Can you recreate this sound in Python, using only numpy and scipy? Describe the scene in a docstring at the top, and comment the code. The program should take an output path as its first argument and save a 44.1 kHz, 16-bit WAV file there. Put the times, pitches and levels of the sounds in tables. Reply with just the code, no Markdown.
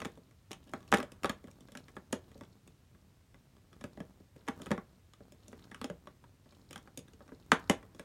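"""Sharp plastic clicks: a child works a building plate onto the studded top of a hollow play table.
Each contact sums four struck parts with damped modes: table thump, plate clack, brick-wall snap, stud tick.
Loose bricks in the tray patter after each knock (sparse decaying noise).
Between clicks the plate hisses over the studs; hands lean on the table and sway it (coloured noise).
A short tail of a carpeted room and a faint hiss lie behind everything."""
import sys
import numpy as np
from scipy import signal
from scipy.fft import rfft, irfft
from scipy.io import wavfile

SR = 44100
rng = np.random.default_rng(int(sys.argv[2]) if len(sys.argv) > 2 else 0)


def master(y):
    """Save y as 16-bit WAV."""
    cut = np.clip(np.atleast_2d(y).T, -1, 1)
    pcm = np.round(cut * 32767)  # scale
    wavfile.write(sys.argv[1], SR, pcm.astype(np.int16))


N = 354608
AGE_S = np.arange(-SR // 250, SR // 4) / SR   # time since a contact
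LEAD = np.sum(AGE_S < 0)   # samples before the contact


def from_db(db):
    """Decibels to amplitude gain."""
    return 10 ** (np.asarray(db) / 20)


def rms_one(x):
    """Scale to rms 1."""
    return x / np.sqrt(np.mean(x ** 2) + 1e-20)


def attack_one(x, span_s):
    """Scale a blow to rms 1 over its first span."""
    return x / np.sqrt(np.mean(x[:int(span_s * SR)] ** 2) + 1e-20)


def decay(age_s, t60_s):
    """Exponential decay, 60 dB down after t60."""
    return np.exp(-np.log(1000) * age_s / t60_s)


def at_hz(points, hz):
    """Interpolate a table on a log-frequency axis."""
    freqs, values = np.transpose(points)
    return np.interp(np.log(np.maximum(hz, 1)), np.log(freqs), values)


def band(x, low_hz, high_hz, order=2):
    """Causal Butterworth band-pass."""
    edges_hz = [low_hz, min(high_hz, .45 * SR)]
    sos = signal.butter(order, edges_hz, "band", fs=SR, output="sos")
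    return signal.sosfilt(sos, x + 1e-18)


def coloured(x, spectrum):
    """Shape the spectrum of a signal; rms 1."""
    hz = np.arange(N // 2 + 1) * SR / N
    return rms_one(irfft(rfft(x) * from_db(at_hz(spectrum, hz)), N))


AIR_DB = -67
# still room and microphone hiss: (frequency [Hz], relative density [dB per Hz])
AIR_COLOUR = [(22, -25.5), (42, -6.5), (100, 4), (200, -12.5), (440, -18.5), (860, -24.5), (1900, -24),
              (3200, -26.5), (9000, -31), (10500, -31.5), (15800, -37.5)]


def air():
    """Steady coloured noise of the still room and the microphone."""
    return from_db(AIR_DB) * coloured(rng.standard_normal(N), AIR_COLOUR)


ROOM_T60_S, ABSORB_HZ = 0.19, 19710   # low-frequency t60; frequency where it is halved
# room echo energy over the direct sound: (frequency [Hz], level [dB])
ROOM_ECHO = [(100, -15), (400, -12.5), (1300, -11.5), (3500, -10.5), (8000, -13), (15000, -18)]


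def room(x, first_echo_s, build_s):
    """Echoes from floor, furniture and walls thicken into a short tail that dies sooner in the treble."""
    age_s = np.arange(SR // 2) / SR
    onset = 1 - np.exp(-np.maximum(age_s - first_echo_s, 0) / build_s)
    edges_hz = np.geomspace(70, 18000, 13)
    tail = 0
    for low_hz, high_hz in zip(edges_hz, edges_hz[1:]):
        hz = np.sqrt(low_hz * high_hz)
        t60_s = ROOM_T60_S / (1 + hz / ABSORB_HZ)
        echoes = band(rng.standard_normal(len(age_s)), low_hz, high_hz) * onset * decay(age_s, t60_s)
        unit_gain = np.sqrt(2 * (high_hz - low_hz) / SR / np.sum(echoes ** 2))
        tail = tail + echoes * from_db(at_hz(ROOM_ECHO, hz)) * unit_gain
    return signal.fftconvolve(x, tail)[:N]


FIRM_DB, PRESS_FOLLOWS = -36.5, 0.38   # strength of a firm click; dB of pressure per dB of strength
PRESS_ATTACK_S = 0.054


def pressure(release_s):
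    """Weight of the hands, 1 at a firm click: builds up to each click, lets go after it."""
    s, strength_db = np.transpose(CONTACTS)[:2, :, None]
    t = np.arange(0, N, 100) / SR   # coarse grid
    peak = from_db(PRESS_FOLLOWS * (strength_db - FIRM_DB))
    presses = peak * np.exp(np.minimum((t - s) / PRESS_ATTACK_S, (s - t) / release_s))
    return np.interp(np.arange(N) / SR, t, presses.max(axis=0))


SWAY_DB, RESTING_SWAY_DB, SWAY_SETTLE_S = -62.5, -70, 0.13
# swaying: (frequency [Hz], relative density [dB per Hz])
SWAY_SPECTRUM = [(20, -28), (45, -3.5), (80, 0), (115, -5), (170, -7), (300, -26), (600, -49)]


def sway():
    """The table sways on the carpet under the hands and settles slowly: low noise follows pressure."""
    gain = from_db(RESTING_SWAY_DB) + from_db(SWAY_DB) * pressure(SWAY_SETTLE_S)
    return gain * coloured(rng.standard_normal(N), SWAY_SPECTRUM)


LEAN_DB, RESTING_HANDS_DB, PRESS_RELEASE_S = -66, -80, 0.21
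SLIDE_PUSH_DB = 6.5   # table rumble over the hiss of a slide
# leaning: (frequency [Hz], relative density [dB per Hz])
LEAN_SPECTRUM = [(30, -14.5), (85, -1), (150, 3.5), (280, 1), (550, -9.5), (1200, -15.5), (2500, -34)]


def lean():
    """Hands lean on the table: low noise and uneven bumps follow pressure and sliding."""
    # knuckles and palms touch down 70 times a second on average
    bumps = rms_one(rng.standard_normal(N) * (rng.random(N) < 70 / SR))
    weight = from_db(RESTING_HANDS_DB) + from_db(LEAN_DB) * pressure(PRESS_RELEASE_S)
    weight = weight + from_db(SLIDE_PUSH_DB) * sliding()
    return weight * coloured(bumps + from_db(-0.5) * rng.standard_normal(N), LEAN_SPECTRUM)


def swell(start_s, length_s, attack_s, release_s):
    """Exponential rise to full at the start, hold, exponential release."""
    t = np.arange(N) / SR - start_s
    exponent = np.minimum(np.minimum(t / attack_s, (length_s - t) / release_s), 0)
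    return np.exp(exponent.clip(-30))


SLIDE_ATTACK_S, SLIDE_RELEASE_S, RESTING_FINGERS_DB = 0.035, 0.06, -86.5
# slides of the plate over the studs: (time [s], length [s], level [dB])
SLIDE_EVENTS = [(0.0, 0.02, -64), (0.658, 0.31, -76.5), (1.4, 0.59, -80.5), (2.27, 0.18, -78.5),
                (3.721, 0.26, -82), (4.39, 0.22, -78), (4.591, 0.053, -64.5), (5.425, 0.36, -74.5),
                (5.67, 0.092, -81), (6.503, 0.32, -78.5), (7.082, 0.36, -80.5), (7.516, 0.17, -72.5),
                (7.987, 0.06, -72)]


def sliding():
    """Rubbing gain: one swell per slide, over fingers that never quite rest."""
    swells = [from_db(db) * swell(s, length_s, SLIDE_ATTACK_S, SLIDE_RELEASE_S)
              for s, length_s, db in SLIDE_EVENTS]
    return from_db(RESTING_FINGERS_DB) + np.max(swells, axis=0)


TRIPS_PER_S, TRIP_DB, TRIP_HARDNESS_DB, TRIP_SPREAD_DB = 7, -65, 5, 1.5


def trips(count=400):
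    """The plate's edge trips over single studs in a slide: faint random contacts, rows as in CONTACTS."""
    s = rng.random(count) * N / SR
    chance = rng.random(count)
    touch = [TRIP_DB, TRIP_HARDNESS_DB, 0] + TRIP_SPREAD_DB * rng.standard_normal((count, 3))
    moving = np.any([(s > start_s) & (s < start_s + length_s)
                     for start_s, length_s, db in SLIDE_EVENTS], axis=0)
    kept = moving & (chance < TRIPS_PER_S * N / SR / count)
    return np.column_stack([s, touch])[kept]


def stutter(spread_s, lead_s, slips_db):
    """Studs give way in a flurry of tiny slips around the main one, which comes at age 0."""
    age_s = AGE_S[:SR // 40]
    envelope = np.exp(np.where(age_s < 0, age_s / lead_s, -age_s / spread_s))
    flurry = rng.standard_normal(len(age_s)) * envelope
    return 1.0 * (age_s == 0) + from_db(slips_db) * flurry / np.sqrt(np.sum(flurry ** 2))


# rubbing: (frequency [Hz], relative density [dB per Hz])
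RUB_SPECTRUM = [(200, -3.5), (600, 2), (1200, 6.5), (2600, -4), (4500, 0.5), (7000, -5.5), (9500, -5),
                (10800, -10.5), (16000, -19)]


def fingers(catches_per_s, spread_db, smooth_db):
    """Skin and plastic hiss softly and catch on the studs: noise plus tiny scrapes in six pitch bands."""
    catches = 0
    for hz in np.geomspace(500, 9000, 6):
        size_db = spread_db * np.minimum(rng.exponential(1, N), 3.5)
        sizes = from_db(size_db) * rng.choice([-1, 1], N)
        hits = sizes * (rng.random(N) < catches_per_s / SR)   # rate per band
        scrape = stutter(spread_s=0.0035, lead_s=0.0014, slips_db=8)
        scrape = band(scrape, hz / np.sqrt(2), hz * np.sqrt(2))
        catches = catches + signal.oaconvolve(hits, scrape)[:N]
    rubbing = rms_one(catches) + from_db(smooth_db) * rng.standard_normal(N)
    return sliding() * coloured(rubbing, RUB_SPECTRUM)


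JIGGLE_DB, JIGGLE_T60_S, JIGGLES_PER_S = -26, 0.66, 900
JIGGLE_LOW_HZ, JIGGLE_HIGH_HZ = 760, 1750


def tray(knocks):
    """Loose bricks jiggle on after a knock: a dying patter of tiny touches."""
    age_s = np.arange(SR // 2) / SR
    touches = rng.standard_normal(len(age_s)) * (rng.random(len(age_s)) < JIGGLES_PER_S / SR)
    patter = band(touches * decay(age_s, JIGGLE_T60_S), JIGGLE_LOW_HZ, JIGGLE_HIGH_HZ)
    patter = patter * np.sqrt(2 * (JIGGLE_HIGH_HZ - JIGGLE_LOW_HZ) / SR / np.sum(patter ** 2))
    return from_db(JIGGLE_DB) * signal.fftconvolve(knocks, patter)[:N]


# the smaller a part, the more a hard contact favours it; a loose plate clacks and shakes its walls too
PLATE_DB, WALLS_DB, STUDS_DB = -3.5, -8.5, -11.5   # over the table thump
PLATE_PER_HARDNESS, WALLS_PER_HARDNESS, WALLS_PER_LOOSENESS = 0.35, 0.86, 0.4   # dB per dB


def part_levels(strength_db, hardness_db, loose_db):
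    """Share out a contact: dB of table thump, plate clack, wall snap, stud tick."""
    clack_db = strength_db + PLATE_DB + PLATE_PER_HARDNESS * hardness_db + loose_db
    snap_db = strength_db + WALLS_DB + WALLS_PER_HARDNESS * hardness_db + WALLS_PER_LOOSENESS * loose_db
    tick_db = strength_db + STUDS_DB + hardness_db
    return strength_db, clack_db, snap_db, tick_db


def blow(force, modes, span_s, low_hz, high_hz, crack_db, scatter_db, detune, travel_s, rise_s):
    """One contact on one part: a brief crack, then its modes. Rows: to the microphone, into the room."""
    hz, level_db, t60_s = np.transpose(modes)[:, :, None]
    strength = from_db(level_db + scatter_db * rng.standard_normal(hz.shape)) * rng.choice([-1, 1], hz.shape)
    grip = 1 + detune * rng.standard_normal(hz.shape)   # pressing fingers detune the part
    time_s = np.arange(min(int(1.2 * t60_s.max() * SR), len(AGE_S))) / SR
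    age_s = np.maximum(time_s - travel_s * np.sqrt(hz[0] / hz), 0)   # low bending waves travel slowest
    rise = 1 - np.exp(-age_s / rise_s)
    tones = np.sin(2 * np.pi * hz * grip * age_s)
    ring = np.sum(strength * rise * decay(age_s, t60_s) * tones, axis=0)
    crack = attack_one(band(1.0 * (time_s == 0), low_hz, high_hz, order=3), span_s)
    near = signal.fftconvolve(force, attack_one(ring, span_s) + from_db(crack_db) * crack)
    near = np.pad(near, (0, len(AGE_S)))[:len(AGE_S)]
    near = near / np.sqrt(np.sum(near[AGE_S < span_s] ** 2) / (span_s * SR))
    # over all directions, the peaks and dips of the modes partly even out
    even = np.pad(crack, (LEAD, len(AGE_S)))[:len(AGE_S)]
    return np.array([near, (even + near) / np.sqrt(2)])


# modes of the hollow table: (frequency [Hz], relative level [dB], t60 [s])
TABLE_MODES = [(91.6, -20, 0.058), (168, -9, 0.13), (220.7, 1.5, 0.062), (261, 3, 0.043), (320, -8, 0.049),
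               (392.7, -10, 0.065), (437, -8.5, 0.056), (466, -6.5, 0.029), (564, -5, 0.059),
               (611, -11, .05)]
# modes of the building plate: (frequency [Hz], relative level [dB], t60 [s])
PLATE_MODES = [(804, -3.5, 0.087), (895, -7.5, 0.0588), (972, -3.5, .05), (1104, -2, 0.054),
               (1147, -2, 0.064), (1233, 3, 0.036), (1305, -7, 0.091), (1370, -10, 0.024), (1650, 3, 0.035),
               (1898, -0.5, 0.021), (2090, -12.5, 0.048)]
# modes of the brick walls: (frequency [Hz], relative level [dB], t60 [s])
WALL_MODES = [(2318, -6.5, 0.038), (2476, -1.5, 0.012), (2710, -5, 0.012), (3030, -4, 0.013),
              (3136, 5, 0.011), (3380, -2, 0.022), (3500, -3.5, 0.019), (4480, -2.5, 0.0085)]
# modes of the studs and small parts: (frequency [Hz], relative level [dB], t60 [s])
STUD_MODES = [(4900, 0, 0.014), (5470, 4, 0.014), (6620, 5, .009), (6660, 2, 0.014), (8160, -7, 0.013),
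              (8140, -9.5, 0.0092), (8640, -5, 0.0022), (9750, -4.5, 0.012), (11000, -9.5, 0.0047),
              (12950, -9, .006), (14800, -2.5, 0.00604)]
# plastic on plastic: (time [s], strength [dB], hardness [dB], plate looseness [dB])
# hardness: low for a cushioned push, high for a stud snapping home
CONTACTS = [(0.003,-54,9,5), (0.0183,-45.5,0.5,6), (0.0489,-52,11,8), (0.0544,-40.5,0,0),
            (0.1748,-54,-9,-5), (0.3111,-70.5,7,1), (0.509,-48,-1.5,-1), (0.5158,-65,28,4),
            (0.5309,-63.5,22.5,5.5), (0.694,-59.5,3.5,-7), (0.7361,-41,-3,6.5), (0.878,-70,16,1),
            (0.9184,-37.5,6,-10.5), (0.9255,-30.5,-0.5,12.5), (0.939,-26,-3.5,6.5), (0.9436,-43.5,16,9),
            (0.972,-55,19,3), (0.9842,-37.5,-2,-4), (1.002,-41,-0.5,6), (1.0287,-43.5,1.5,-1),
            (1.1195,-54.5,8,-9), (1.234,-47,9,2.5), (1.245,-32.5,-2.5,7), (1.257,-52,14,10),
            (1.2956,-37,4.5,3.5), (1.4415,-49.5,-9.5,-8), (1.4826,-57.5,-7.5,3.5), (1.513,-71,19,-17),
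            (1.607,-59.5,6.5,-10), (1.6858,-58.5,-1,1), (1.72,-57,7.5,-10), (1.7521,-49.5,1.5,5),
            (1.773,-53.5,12,-2.5), (1.8831,-64.5,9,6), (1.967,-47.5,-6.5,7.5), (2.1271,-39.5,11.5,-14),
            (2.1292,-34,-2,0), (2.356,-54.5,-27,-12), (2.378,-60.5,5,-25), (2.4101,-49.5,-4.5,1),
            (2.6765,-60,8,-8.5), (2.9484,-65.5,-11,5), (3.344,-62.5,0,3.5), (3.5671,-69,2,1.5),
            (3.812,-52.5,-1,-1), (3.8406,-42,-2,-2), (3.9747,-48,-16,0.5), (4.0036,-41,-10,-3),
            (4.203,-60,-10.5,-12.5), (4.363,-55,-6,-8.5), (4.4783,-47,0,7.5), (4.4848,-37,-0.5,5.5),
            (4.5999,-50,-22,3), (4.6183,-50,7,-4), (4.66,-55.5,9,1.5), (4.6671,-47.5,-2,2),
            (4.7071,-32,-13,-3), (4.7155,-32.5,-4,3.5), (4.7785,-42,-11,7), (5.1355,-69,14.5,6),
            (5.2062,-54,-18,-2.5), (5.322,-59,8.5,-14), (5.4818,-56,10.5,-27), (5.5294,-50.5,-8.5,0.5),
            (5.7164,-55,-1.5,8.5), (5.7459,-59.5,13.5,9.5), (5.8148,-44,2,3), (5.8433,-39,3,-3.5),
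            (5.8998,-40,-8.5,-2), (6.0719,-53,-2.5,8), (6.24,-63.5,-4,10), (6.4586,-63.5,-12,2.5),
            (6.7092,-54.5,10.5,-6), (6.7298,-61,18.5,2), (6.759,-53,10,6.5), (6.778,-58.5,10.5,-1),
            (6.8747,-59.5,-4.5,8), (6.975,-47,13.5,-18.5), (6.991,-55,9.5,-12.5), (7.1346,-61.5,6.5,-11),
            (7.206,-55.5,-18,7), (7.291,-65,-13,13), (7.3201,-48.5,-33,5.5), (7.5185,-27,4.5,11),
            (7.6977,-24,3.5,-1), (7.7116,-40.5,0,1.5), (7.8283,-60.5,0,5), (7.948,-56.5,1.5,-8),
            (7.9956,-48.5,4.5,0)]


def bricks():
    """Every contact shakes table, plate, walls and studs. Rows: to the microphone, into the room."""
    out = np.zeros((2, N + 2 * len(AGE_S)))
    slow_s, quick_s = .02, .008   # spans over which levels hold
    for s, strength_db, hardness_db, loose_db in [*CONTACTS, *trips()]:
        thump_db, clack_db, snap_db, tick_db = part_levels(strength_db, hardness_db, loose_db)
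        slap_db = np.clip((clack_db + 34.5) / 2, 0, 7)   # a hard blow slaps the plate down in one go
        push = stutter(spread_s=0.0032, lead_s=0.00045, slips_db=-7.5 - slap_db)
        slips = stutter(spread_s=.0025, lead_s=.0008, slips_db=2 - slap_db)
        thump = blow(push, TABLE_MODES, slow_s, 200, 570, crack_db=-6.0, scatter_db=4.0,
                     detune=0.014, travel_s=.006, rise_s=0.0017)
        clack = blow(push, PLATE_MODES, quick_s, 820, 1850, crack_db=slap_db - 1.5, scatter_db=6.5,
                     detune=0.014, travel_s=0.00061, rise_s=0.00041)
        snap = blow(slips, WALL_MODES, quick_s, 2200, 3600, crack_db=2, scatter_db=3.5,
                    detune=.03, travel_s=.0002, rise_s=.0003)
        tick = blow(slips, STUD_MODES, quick_s, 5500, 11200, crack_db=2, scatter_db=3,
                    detune=.03, travel_s=.0001, rise_s=.0002)
        contact = from_db(thump_db) * thump + from_db(clack_db) * clack
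        contact = contact + from_db(snap_db) * snap + from_db(tick_db) * tick
        at = max(round(s * SR), 0)
        out[:, at:at + len(AGE_S)] += contact
    return out[:, LEAD:LEAD + N]


def scene():
    """Clicks and handling sounds close by, in a quiet room."""
    rub = fingers(catches_per_s=48, spread_db=5.0, smooth_db=-5.0)
    direct, spread = bricks() + rub + lean() + sway()
    echoes = room(spread, first_echo_s=0.0042, build_s=0.0019)
    return (direct + echoes + tray(spread) + air())[None]


CUTOFF_HZ = 16100


def record(dry):
    """The microphone drops the deepest bass and dips narrowly in the treble; the top is cut steeply."""
    thin = signal.sosfilt(signal.butter(2, 32, "high", fs=SR, output="sos"), dry)
    dipped = thin - .5 * signal.lfilter(*signal.iirpeak(10600, 10, fs=SR), thin)
    return signal.sosfilt(signal.ellip(10, .1, 80, CUTOFF_HZ, fs=SR, output="sos"), dipped)


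dry = scene()
out = record(dry)
master(out)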